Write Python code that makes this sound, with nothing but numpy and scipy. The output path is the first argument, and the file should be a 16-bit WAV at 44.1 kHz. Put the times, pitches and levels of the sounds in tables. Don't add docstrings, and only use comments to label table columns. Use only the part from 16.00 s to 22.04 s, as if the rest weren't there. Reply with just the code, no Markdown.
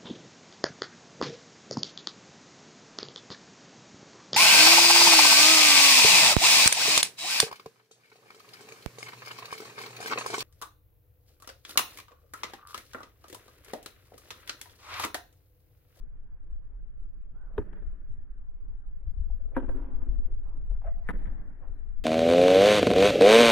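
import sys
import numpy as np
from scipy import signal
from scipy.fft import rfft, irfft
from scipy.io import wavfile
from scipy.ndimage import uniform_filter1d

SR = 44100
rng = np.random.default_rng(int(sys.argv[2]) if len(sys.argv) > 2 else 0)


def wav_out(sig):
    wavfile.write(sys.argv[1], SR, np.round(np.clip(np.atleast_2d(sig).T, -1, 1) * 32767).astype(np.int16))


def natural_amplitude(level_db):
    exponent = np.asarray(level_db, float) / 20
    return 10 ** exponent


N = 266364

# start in seconds, level in dB, treble against bass in dB,
# smear in seconds, left minus right in dB.
WALL_ECHOES = [
    [(1.642, -52.5, -7.5, 0.014, -3), (1.66, -50, -8, 0.018, 7), (1.682, -52, -5, 0.01, 2),
     (1.729, -43.5, 1.5, 0.0055, 1), (1.758, -52, -8, 0.023, -25.5), (1.819, -52.5, -10, 0.01, -24.5),
     (1.984, -73.5, -14, 0.019, 2.5)],
    [(3.622, -31, -14, 0.011, 7), (3.642, -36, -4, 0.0065, 3.5), (3.681, -36.5, -3, 0.0036, 2.5),
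     (3.6905, -27.5, -9.5, 0.0016, -8.5), (3.697, -36.5, -3.5, 0.0072, 0), (3.712, -43.5, 3.5, 0.011, -3),
     (3.744, -37, -12, 0.0074, -2.5), (3.775, -38.5, -4.5, 0.02, -2.5), (3.82, -44, -1, 0.039, -3.5),
     (3.754, -35.5, -10, 0.011, 2), (3.882, -41, -21.5, 0.021, -8), (3.925, -48.5, -11, 0.018, 3),
     (3.965, -46, -15, 0.014, -0.5), (4.025, -43, -16, 0.0069, 1.5), (4.063, -45.5, -18, 0.016, -1),
     (4.11, -50, -15.5, 0.03, 3), (4.19, -53.5, -12, 0.04, -1.5), (4.545, -53, -6.5, .025, -4.5)],
    [(5.131, -36, -12, 0.011, 6.5), (5.15, -38, -14, 0.0094, -1.5), (5.188, -47.5, -2.5, 0.015, 4),
     (5.213, -45, -10, 0.012, 4.5), (5.255, -41, -8, 0.005, 1.5), (5.268, -42.5, -7, 0.012, -3),
     (5.297, -49.5, -6, 0.0091, -6.5), (5.37, -51, -10.5, 0.036, 3.5), (5.314, -49, -13, 0.024, -5),
     (5.454, -50, -35, 0.0068, -11), (5.505, -49.5, -28, 0.008, -2)],
]


def evened(x):
    return x / np.sqrt(np.mean(x ** 2) + 1e-20)


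def steady(x, span):
    return x / np.sqrt(uniform_filter1d(x ** 2, span, axis=1) + 1e-20)


def soft(gain):
    return uniform_filter1d(uniform_filter1d(gain, size=60), size=60)


def read(points, hz):
    f, value = np.transpose(points)
    return np.interp(np.log(hz + 1), np.log(f + 1), value)


def band(x, lo_hz, hi_hz):
    return signal.sosfilt(signal.butter(2, [lo_hz, hi_hz], "band", fs=SR, output="sos"), x)


def below(x, hz):
    return signal.sosfilt(signal.butter(8, hz, fs=SR, output="sos"), x)


def add(mix, s, sound, pan_db):
    lag = round(0.6 * pan_db / 2)
    ports = natural_amplitude([[pan_db / 2], [-pan_db / 2]]) * sound
    for channel, port, shift in zip(mix, ports, (-lag, lag)):
        part = channel[round(s * SR) + shift:][:len(port)]
        part += port[:len(part)]


def noise(colour_db, same, patchy_db, size=1024):
    frames, hz = N * 4 // size + 5, np.fft.rfftfreq(size, 1 / SR)[:, None]
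    a, b, c, d, patches = rng.standard_normal((frames, len(hz), 5)).T
    patches = uniform_filter1d(patches, size=8, axis=0)
    patches = evened(uniform_filter1d(patches, size=10, axis=1))
    same, left = np.clip(same, -1, 1), a + 1j * b
    right = same * left + np.sqrt(1 - same ** 2) * (c + 1j * d)
    z = np.array([left, right]) * natural_amplitude(colour_db(hz) + patchy_db * patches)
    return signal.istft(z, nperseg=size, noverlap=size * 3 // 4)[1][:, :N]


def ring(modes, tilt_db, damping):
    t = np.arange(SR // 8) / SR
    wave = np.zeros(len(t))
    for hz, width, db in modes:
        decay = np.exp(-np.pi * (width + damping * hz) * t)
        wave += natural_amplitude(db + tilt_db * (hz > 900)) * decay * np.sin(2 * np.pi * hz * t)
    push = 1 - np.exp(-t / 0.00083)
    wave = band(wave * push, 0.5 * modes[0][0], 2100)
    return -wave / abs(wave).max()


def crack(length, top_db=0):
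    # frequency in Hz, level in dB.
    skin = [(1500, -15.5), (2500, -31), (3500, -31.5), (4500, -49.5), (5700, -52), (7000, -50.5),
            (9000, -47), (15000, -58)]
    t = np.arange(SR // 8) / SR
    hz = np.fft.rfftfreq(len(t), 1 / SR)
    z = rfft(rng.standard_normal((2, len(t)))) * natural_amplitude(read(skin, hz) + top_db * (hz > 4300))
    burst = evened(irfft(z + .6 * z[::-1], len(t)))
    return burst * (1 - np.exp(-t / .0004)) * np.exp(-t / length)


def blows():
    # start
    # in seconds, level in dB, treble against bass in dB, left minus right in dB.
    contacts = [
        [(1.5772, -34.5, -20.5, 2), (1.5800, -27.5, -0.5, 4.5), (1.5822, -24, -24.5, 4), (1.589, -41, 2, -1),
         (1.594, -37, -25.5, -4), (1.603, -55, -4, 1), (1.611, -45.5, -4.5, -4), (1.616, -47, -2.5, -1),
         (1.622, -48, 0.5, 2), (1.627, -51, -4.5, 5), (1.7295, -50, 3, -1)],
        [(3.5652, -19.5, -2, 5), (3.5675, -18, -26, -5.5), (3.5712, -33.5, 3.5, -5.5), (3.575, -32.5, 2.5, -1),
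         (3.5792, -29.5, -3, -3.5), (3.592, -46, 2.5, 1), (3.599, -42, 0, 2.5), (3.603, -39.5, -0.5, -7.5),
         (3.613, -43, -10, 3), (3.6915, -41, -5.5, -4.5)],
        [(5.0885, -23, -12, 7), (5.0925, -38, 3, -2), (5.0975, -27.5, -10, 8.5), (5.1005, -34.5, -22, 8),
         (5.105, -45.5, 12, 3.5), (5.11, -47.5, 8.5, 3.5), (5.2565, -49, -5, 2)],
    ]
    # frequency in Hz, width in Hz, level in dB.
    paddles = [
        [(416.3, 57, 1), (197, 72, -12.5), (555, 64, -16.5), (703, 45, -14), (910, 67, -14), (1273, 77, -15),
         (1518, 90, -17), (1660, 126, -12.5), (1980, 110, -28), (2480, 160, -21)],
        [(265.7, 29.6, 6), (316, 31, -7), (420, 63, -9), (760, 28, -12), (527, 36, -0.5), (674, 42, -3),
         (950, 52, -6), (1026, 45, -16), (1370, 120, -13), (1447, 66, -13.5), (1566, 57, -9), (1890, 40, -21.5),
         (2370, 80, -22)],
        [(189.6, 22.5, -1.5), (475, 39, -5), (835, 160, -13.5), (957, 42, -10), (1150, 36, -10), (1290, 60, -6),
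         (1540, 157, 4.5), (1760, 194, 10), (1980, 124, 0.5), (2170, 210, -15.5), (2760, 270, -21.5)],
    ]
    # crack in dB, its change in the returns in dB, its lift above 4.3 kHz in dB.
    crack_levels = [-38, -48.5, -34]
    crack_lates = [-11.5, 1.5, -2]
    crack_tops = [-9.5, -4.5, 1]
    mix, t = np.zeros((2, N)), np.arange(SR // 8) / SR
    for hits, modes, echoes, crack_db, late_db, top_db in zip(
            contacts, paddles, WALL_ECHOES, crack_levels, crack_lates, crack_tops):
        for s, db, treble_db, pan_db in hits:
            add(mix, s, natural_amplitude(db) * ring(modes, treble_db + 14.0, 0.0023), pan_db)
            is_return = s > hits[0][0] + .005
            skin_db = crack_db + db + treble_db + 33.0 + late_db * is_return
            add(mix, s, natural_amplitude(skin_db) * crack(0.0038, top_db), 0.4 * pan_db)
        for s, db, treble_db, smear, pan_db in echoes:
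            rise = 1 - np.exp(-t / max(0.19 * smear, .0003))
            fall = np.exp(-(t / max(1.4 * smear, .001)) ** 2)
            wall = rng.standard_normal((2, len(t))) * rise * fall
            ringing = ring(modes, treble_db + 10.5, 0.0078)[None]
            echo = signal.fftconvolve(wall + 0.078 * wall[::-1], ringing, axes=1)
            add(mix, s, natural_amplitude(db - 5.0) * echo / abs(echo).max(), pan_db)
            skin = band(crack(max(smear, .001)), 1600, 4900)
            add(mix, s, natural_amplitude(crack_db + db + treble_db + 27.0) * skin, pan_db)
    return mix + np.array([[-1], [1]]) * 0.14 * band(mix, 1000, 3000)


def falling(since, db, db_per_s):
    return (since > 0) * natural_amplitude(db - db_per_s * abs(since)) ** 2


def answer(since, db, length):
    return (since > 0) * natural_amplitude(db) ** 2 * np.exp(-(since / length) ** 2)


def tails():
    # frequency in Hz, level in dB.
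    colours = [
        [(88, -47.5), (150, -17.5), (189, -1), (413, -5.5), (494, -19.5), (576, -8.5), (868, -21.5),
         (1630, -13.5), (3210, -39.5), (4170, -78.5), (7060, -120)],
        [(88, -70.5), (150, -16), (215, -36.5), (257, 4), (345, -1.5), (463, -9.5), (547, -10.5), (663, -22),
         (1470, -29.5), (3210, -51.5), (4170, -67), (7060, -120)],
        [(88, -36), (150, -26.5), (264, -3), (429, -17.5), (488, -20), (569, -16), (1280, -27), (1900, -25),
         (3210, -58), (4170, -61.5), (7060, -120)],
    ]
    # frequency in Hz, width in Hz.
    tones = [
        (189, 11),
        (260.1, 18),
        (187, 20),
    ]
    starts = [1.588, 3.579, 5.098]
    # return off the court in dB, return from beyond
    # the fences in dB, fall of the latter in dB per second.
    near_levels = [(-48, -33.5, -41.5), (-41.5, -30.5, -49.5), (-35, -38, -47)]
    far_levels = [(-58.5, -54, -56.5), (-54, -50.5, -51), (-56.5, -51, -55.5)]
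    far_falls = [(34.3, 36, 30), (22.2, 18.8, 26), (20, 27, 96)]
    near_falls = [509, 605.5, 791]
    # level in dB, length in smears.
    refill_levels = (-23, -11, -8.5)
    refill_spreads = (2.4, 1.6, 1.94)
    mix, now = np.zeros((2, N)), np.arange(N) / SR
    for k, (colour, (tone_hz, width)) in enumerate(zip(colours, tones)):
        since = now - starts[k]
        build = 1 - np.exp(-(since / 0.13) ** 2)
        gains = []
        for near_db, far_db, far_fall, wall_db, spread in zip(
                near_levels[k], far_levels[k], far_falls[k], refill_levels, refill_spreads):
            power = falling(since, near_db, near_falls[k]) + build * falling(since, far_db, far_fall)
            for s, db, _, smear, _ in WALL_ECHOES[k]:
                power += answer(now - s, db + wall_db, spread * max(smear, .002))
            gains.append(soft(np.sqrt(abs(uniform_filter1d(power, size=60)))))
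        treble_gain, middle_gain, tone_gain = gains
        treble = noise(lambda hz: read(colour, hz) - 40 * (hz < 650), 0.12, patchy_db=2)
        middle = noise(lambda hz: read(colour, hz) - 40 * (abs(hz - tone_hz - 230) > 190),
                       0.38, patchy_db=1.0)
        tone = noise(lambda hz: np.maximum(-6 * ((hz - tone_hz) / width) ** 2, -120),
                     0.78, patchy_db=4.5, size=4096)
        mix += natural_amplitude(-3.0) * treble_gain * evened(treble)
        mix += middle_gain * evened(middle) + tone_gain * steady(tone, 2600)
    return mix


def lead_ins():
    # start in seconds, end in seconds, start level in dB, end level in dB, low edge in Hz,
    # high edge in Hz.
    rushes = [
        (1.333, 1.594, -76, -66, 506, 1580),
        (3.546, 3.567, -62, -52, 800, 2500),
        (5.011, 5.091, -90.5, -55, 1410, 2330),
        (5.03, 5.095, -70, -60.5, 348, 1310),
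        (5.013, 5.092, -90, -80, 2400, 6500),
        (1.563, 1.580, -84, -76, 2300, 3900),
    ]
    mix = np.zeros((2, N))
    for start, end, start_db, end_db, lo_hz, hi_hz in rushes:
        rush = rng.standard_normal((2, SR // 2))[:, :round((end - start) * SR)]
        rush = band(band(rush + 0.13 * rush[::-1], lo_hz, hi_hz), lo_hz, hi_hz)
        rush = evened(below(rush, 1.4 * hi_hz))
        length = rush.shape[1]
        swell = natural_amplitude(np.linspace(start_db, end_db, length)) * signal.windows.tukey(length, .15)
        add(mix, start, swell * rush, 0)
    return mix


def squeaks():
    # start in seconds, length in seconds, first pitch in Hz, last pitch in Hz, level in dB.
    slides = [
        (1.329, 0.17, 1250, 1384, -67),
        (2.6, 0.34, 1016, 761, -78.5),
        (4.839, 0.021, 859, 538, -42.5),
        (4.86, 0.072, 606.5, 674, -40),
        (4.932, 0.105, 648, 680, -62.5),
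        (5.013, 0.11, 1980, 2040, -67),
        (4.846, 0.12, 1950, 1940, -67),
    ]
    # left minus right in dB, share of the length at firmest grip,
    # stutter in dB, pitch arch in Hz, grip at the end in dB.
    grips = [(-7, 0.52, -0.5, 168.5, -7), (1.5, 0.32, 3, 0, -11), (-6, 1, 1.5, -3, -8),
             (-6, 0.22, 1.5, 24.5, -24), (-6, 0.22, 5, 21.5, -2.5), (5, 0.81, 1, -17, -10),
             (4, .3, -2, 0, -9)]
    overtones = [1, -17.5, -24]

    def drift(span, length):
        return evened(uniform_filter1d(rng.standard_normal(SR // 2), size=span))[:length]

    mix = np.zeros((2, N))
    for (s, length, first_hz, last_hz, top_db), (pan_db, firmest, stutter_db, arch_hz, end_db) in zip(slides, grips):
        u = np.arange(0, 1, 1 / (length * SR))
        hz = first_hz + (last_hz - first_hz) * u ** 0.71 + arch_hz * np.sin(np.pi * u)
        db = top_db + np.interp(u, [0, np.clip(firmest, .05, .95), 1], [-11.5, 0, end_db])
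        turns = np.cumsum(hz * (1 + .04 * drift(150, len(u)))) / SR
        db = db + 2 * drift(350, len(u)) + stutter_db * np.sin(2 * np.pi * 65.5 * length * u)
        rasp = 0.6 + drift(70, len(u))
        tone = np.zeros(len(u))
        for k, overtone_db in enumerate(overtones):
            tone += natural_amplitude(overtone_db) * (rasp if k else 1) * np.sin(2 * np.pi * (k + 1) * turns)
        tone = np.pad(natural_amplitude(db) * tone * signal.windows.tukey(len(u), .2), (0, SR // 50))
        add(mix, s, band(band(tone, 300, 2100), 300, 2100), pan_db)
    return mix


def scuffs():
    # start in seconds, level in dB, top of the band in Hz (the band reaches down to
    # about half of it), length in seconds, left minus right in dB.
    drags = [(0.148, -84, 460, 0.03, -6), (0.459, -71, 440, 0.017, -4), (1.412, -62, 520, 0.042, -3),
             (1.488, -57.5, 497, 0.025, 0), (1.533, -54.5, 554, 0.049, -6), (3.054, -70, 471, 0.014, -2.5),
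             (3.206, -67, 484, 0.048, 6), (3.306, -62, 452, 0.049, -4), (3.395, -65.5, 570, 0.036, 10.5),
             (3.465, -57.5, 498, 0.045, 5), (3.512, -48, 450, 0.065, -5), (4.437, -57, 1034, 0.095, 4.5),
             (4.55, -63.5, 478, 0.1, 0), (5.589, -54, 683, 0.057, -5.5), (5.65, -58, 457, 0.03, 3.5),
             (5.708, -62.5, 490, 0.027, 10), (5.737, -66, 447, 0.04, 2), (5.847, -71, 450, 0.047, 11)]
    taps = [(1.533, -73, 2700, 0.0056, -2.5), (4.014, -50.5, 1070, 0.0069, 2),
            (4.037, -67.5, 1980, 0.0086, 8.5), (4.054, -65.5, 1150, 0.0069, 3),
            (4.275, -56.5, 596, 0.012, 6.5), (4.705, -50.5, 527, 0.012, -3), (4.742, -58, 1290, 0.02, 0),
            (4.8148, -50, 997, 0.0065, -5), (4.842, -58.5, 1850, 0.017, -6.5),
            (4.856, -53.5, 1700, 0.015, 10), (4.869, -52.5, 1570, 0.0091, 5), (4.883, -61, 1800, 0.0071, 1),
            (4.965, -63, 1300, 0.023, 0), (4.826, -58.5, 1480, 0.013, 0), (5.614, -56, 1210, 0.036, 3)]
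    mix, t = np.zeros((2, N)), np.arange(SR // 4) / SR
    for s, db, hz, length, pan_db in [*drags, *taps]:
        rise = 1 - np.exp(-t / max(0.53 * length, .0005))
        grit = rng.standard_normal((2, len(t))) * rise * np.exp(-t / max(length, .003))
        grit = band(band(grit + 1.6 * grit[::-1], 0.49 * hz, 1.096 * hz), 340, 3800)
        add(mix, s, natural_amplitude(db + 0.5) * grit / abs(grit).max(), pan_db)
    return mix


def knocks():
    # start in seconds, level in dB, frequency in Hz, width in Hz, left minus right in dB.
    hollows = [
        (3.4, -52, 570, 45, 7.5),
        (3.451, -51.5, 550, 52, 5),
        (3.383, -66, 1800, 110, -2),
        (3.558, -45.5, 1100, 100, -2),
        (3.3, -43, 760, 110, -5),
    ]
    mix, t = np.zeros((2, N)), np.arange(SR // 10) / SR
    for s, db, hz, width, pan_db in hollows:
        envelope = (1 - np.exp(-t / .002)) * np.exp(-np.pi * width * t)
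        add(mix, s, natural_amplitude(db) * envelope * np.sin(2 * np.pi * hz * t), pan_db)
    return mix


def wind():
    # time in seconds, level in dB, upper wind in dB, left minus right in dB.
    gusts = [(0.01, -40, -18.5, 8.5), (0.199, -43.5, -22.5, 4), (0.511, -31, -28.5, 0),
             (0.767, -44, -14, -7.5), (0.883, -55, -12.5, 6.5), (1.009, -34.5, -31, 0),
             (1.586, -37.5, -6, -4), (1.851, -31, -20, 6), (2.109, -31, -15, 2.5), (2.495, -44.5, -20, 3.5),
             (2.681, -36.5, -21, 5), (2.885, -37, -34, -4), (3.085, -38.5, -9, 7.5), (3.2, -30, -23, 11),
             (3.29, -32, -23.5, 13), (3.415, -36.5, -29, 15), (3.691, -23, -21.5, 5.5),
             (3.965, -29, -21, 15.5), (4.108, -28, -19, 11), (4.201, -25.5, -23, 9.5),
             (4.305, -27.5, -18, 2.5), (4.475, -40, -16, -9), (4.717, -30, -24, 11.5), (4.881, -28, -22, 9),
             (5.157, -29, -23, -2.5), (5.256, -30, -17.5, 11.5), (5.59, -51, -13, 4),
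             (5.69, -33.5, -17, 7.5), (5.862, -42, -24, 1.5), (5.951, -36.5, -24, -1.5)]
    breeze = [
        (0.0, -41.5, -15, 1),
        (1.3, -38.5, -18.5, -1),
        (2.9, -37, -22.5, 0),
        (3.1, -35.5, -15, 10),
        (4.3, -30.5, -20, 1.5),
        (5.301, -32, -16, 1),
        (5.6, -40, -14.5, 2),
        (6.04, -33.5, -24, 16),
    ]
    # frequency in Hz, level in dB.
    low_colour = [(5.9, -35.5), (10, 5.5), (22, -2.5), (33, 0), (46, -15), (90, -34.5), (120, -53),
                  (200, -120)]
    top_colour = [(50, -10.5), (75, 2), (130, -15.5), (200, -27), (300, -34)]
    now, side = np.arange(0, N + 64, 64) / SR, np.array([[.5], [-.5]])
    s, *columns = np.transpose(breeze)
    db, top_db, pan_db = (np.interp(now, s, c) for c in columns)
    low_power = natural_amplitude(db + side * pan_db) ** 2
    top_power = low_power * natural_amplitude(top_db) ** 2
    for s, db, top_db, pan_db in gusts:
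        spread = np.where(now < s, .014, .055)
        eddy = natural_amplitude(db + side * pan_db) ** 2 * np.exp(-((now - s) / spread) ** 2)
        low_power = low_power + eddy
        top_power = top_power + eddy * natural_amplitude(top_db) ** 2
    low_gain, top_gain = (uniform_filter1d(np.sqrt(np.repeat(p, 64, axis=1)[:, :N]), size=256)
                          for p in (low_power, top_power))
    low = noise(lambda hz: read(low_colour, hz) - 30 * (hz > 100), 0.06, patchy_db=0, size=4096)
    top = noise(lambda hz: read(top_colour, hz) - 40 * (hz > 320), 0.55, patchy_db=-6.5, size=2048)
    return low_gain * steady(low, 5000) + natural_amplitude(-4.0) * top_gain * steady(top, 4000)


def thumps():
    # centre in seconds, level in dB, frequency in Hz, left minus right in dB.
    slaps = [(1.593, -24.5, 56.3, -3.5), (2.111, -41.5, 53.6, 9), (3.079, -29, 48.7, 13.5),
             (3.12, -46, 130, 8), (3.672, -28.5, 40, 5.5), (3.72, -29, 35, 4.5), (1.88, -30, 44.6, 3),
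             (3.186, -26, 45.2, 6), (3.215, -24.5, 48, 10.5), (3.314, -27.5, 35, 14.5),
             (4.095, -28, 43.8, 10), (4.715, -28, 44.1, 6.5), (4.895, -27.5, 39.3, 8),
             (5.103, -35, 48, -11), (5.284, -34, 49, 13), (5.705, -32.5, 51, 5)]
    mix, t = np.zeros((2, N)), np.arange(-SR // 20, SR // 20) / SR
    for s, db, hz, pan_db in slaps:
        push = np.cos(2 * np.pi * hz * t) * np.exp(-(t * hz / 0.46) ** 2)
        add(mix, s + t[0], natural_amplitude(db) * push, pan_db)
    return mix


def air():
    # frequency in Hz, level in dB.
    colour = [(59, -39), (100, -0.5), (126, -4), (222, -9), (364, -12), (446, -18.5), (486, -17.5),
              (650, -26), (857, -27.5), (1620, -27.5), (2170, -37), (3210, -45), (4170, -70), (7060, -120)]
    # frequency in Hz, left-right likeness.
    likeness = [(60, -0.086), (130, -0.21), (280, -0.54), (600, -0.066), (1280, 0.25), (2760, -0.44)]
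    same = read(likeness, np.fft.rfftfreq(1024, 1 / SR))[:, None]
    return natural_amplitude(-63.5) * evened(noise(lambda hz: read(colour, hz) - 30 * (hz < 100), same, patchy_db=2.5))


def mirror_tones(dry):
    treble = band(band(dry, 1900, 5000), 840, 6000)
    mirror = treble * np.cos(2 * np.pi * 12000 * np.arange(N) / SR)
    return natural_amplitude(-19) * band(mirror, 6600, 13300)


def join_ticks():
    # time in seconds, level in dB, left minus right in dB.
    loud_joins = [(1.5808, -50.5, 1.5), (3.5644, -51, -1), (1.602, -59.5, 3), (1.730, -57.5, 3),
                  (3.5714, -57, 0), (3.586, -59, 1.5), (3.6287, -58, -1.5), (3.650, -57, 3),
                  (3.6927, -45, -2.5), (3.778, -58, -1.5), (4.866, -55, 2), (4.887, -57.5, 1.5),
                  (5.2712, -60, 2), (5.314, -62, 0), (5.335, -55, 2), (5.378, -62, 0)]
    faint_joins = [(3.08, -78.5, 1.5), (3.1153, -82, 4.5), (3.1368, -79, 3), (3.1786, -76, 2),
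                   (3.2218, -76, 8), (3.2859, -71, 7.0), (3.307, -67.5, 1.5), (3.456, -80, -2.5),
                   (3.7074, -78, 0.5), (3.7554, -75, 0.0), (3.7984, -71, -1.0), (3.841, -69.5, 1.5),
                   (3.8834, -82, -1), (3.9474, -81, -2), (3.9693, -75.5, 4.5), (4.097, -67, 11.5),
                   (4.1174, -79, 7), (4.1814, -81, 3.5), (4.2027, -73, 5.5), (4.2668, -73, -0.5),
                   (4.3313, -77, -1), (4.6085, -77, 3.0), (4.6299, -76, 3), (4.6942, -70, 6),
                   (4.7581, -80, 2), (4.8219, -72, 3), (4.9933, -75, 0), (5.3981, -79, 2.5),
                   (5.7394, -81, -0.5), (5.8464, -81, 0)]
    loud, faint = np.zeros((2, 2, N))
    for layer, joins in ((loud, loud_joins), (faint, faint_joins)):
        for s, db, pan_db in joins:
            add(layer, s, natural_amplitude(db) * np.ones(1), pan_db)
    return natural_amplitude(1.5) * band(loud, 700, 7600) + natural_amplitude(5.5) * band(faint, 2500, 14000)


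def scene():
    court = blows() + tails() + lead_ins()
    shoes = below(squeaks() + scuffs(), 3000)
    return court + shoes + knocks() + wind() + thumps() + air()


def band_limit(x):
    return signal.sosfilt(signal.butter(12, 15600, fs=SR, output="sos"), x)


def record(dry):
    hiss = natural_amplitude(-104) * rng.standard_normal(dry.shape)
    return band_limit(dry + mirror_tones(dry) + join_ticks() + hiss)


dry = scene()
out = record(dry)
wav_out(out)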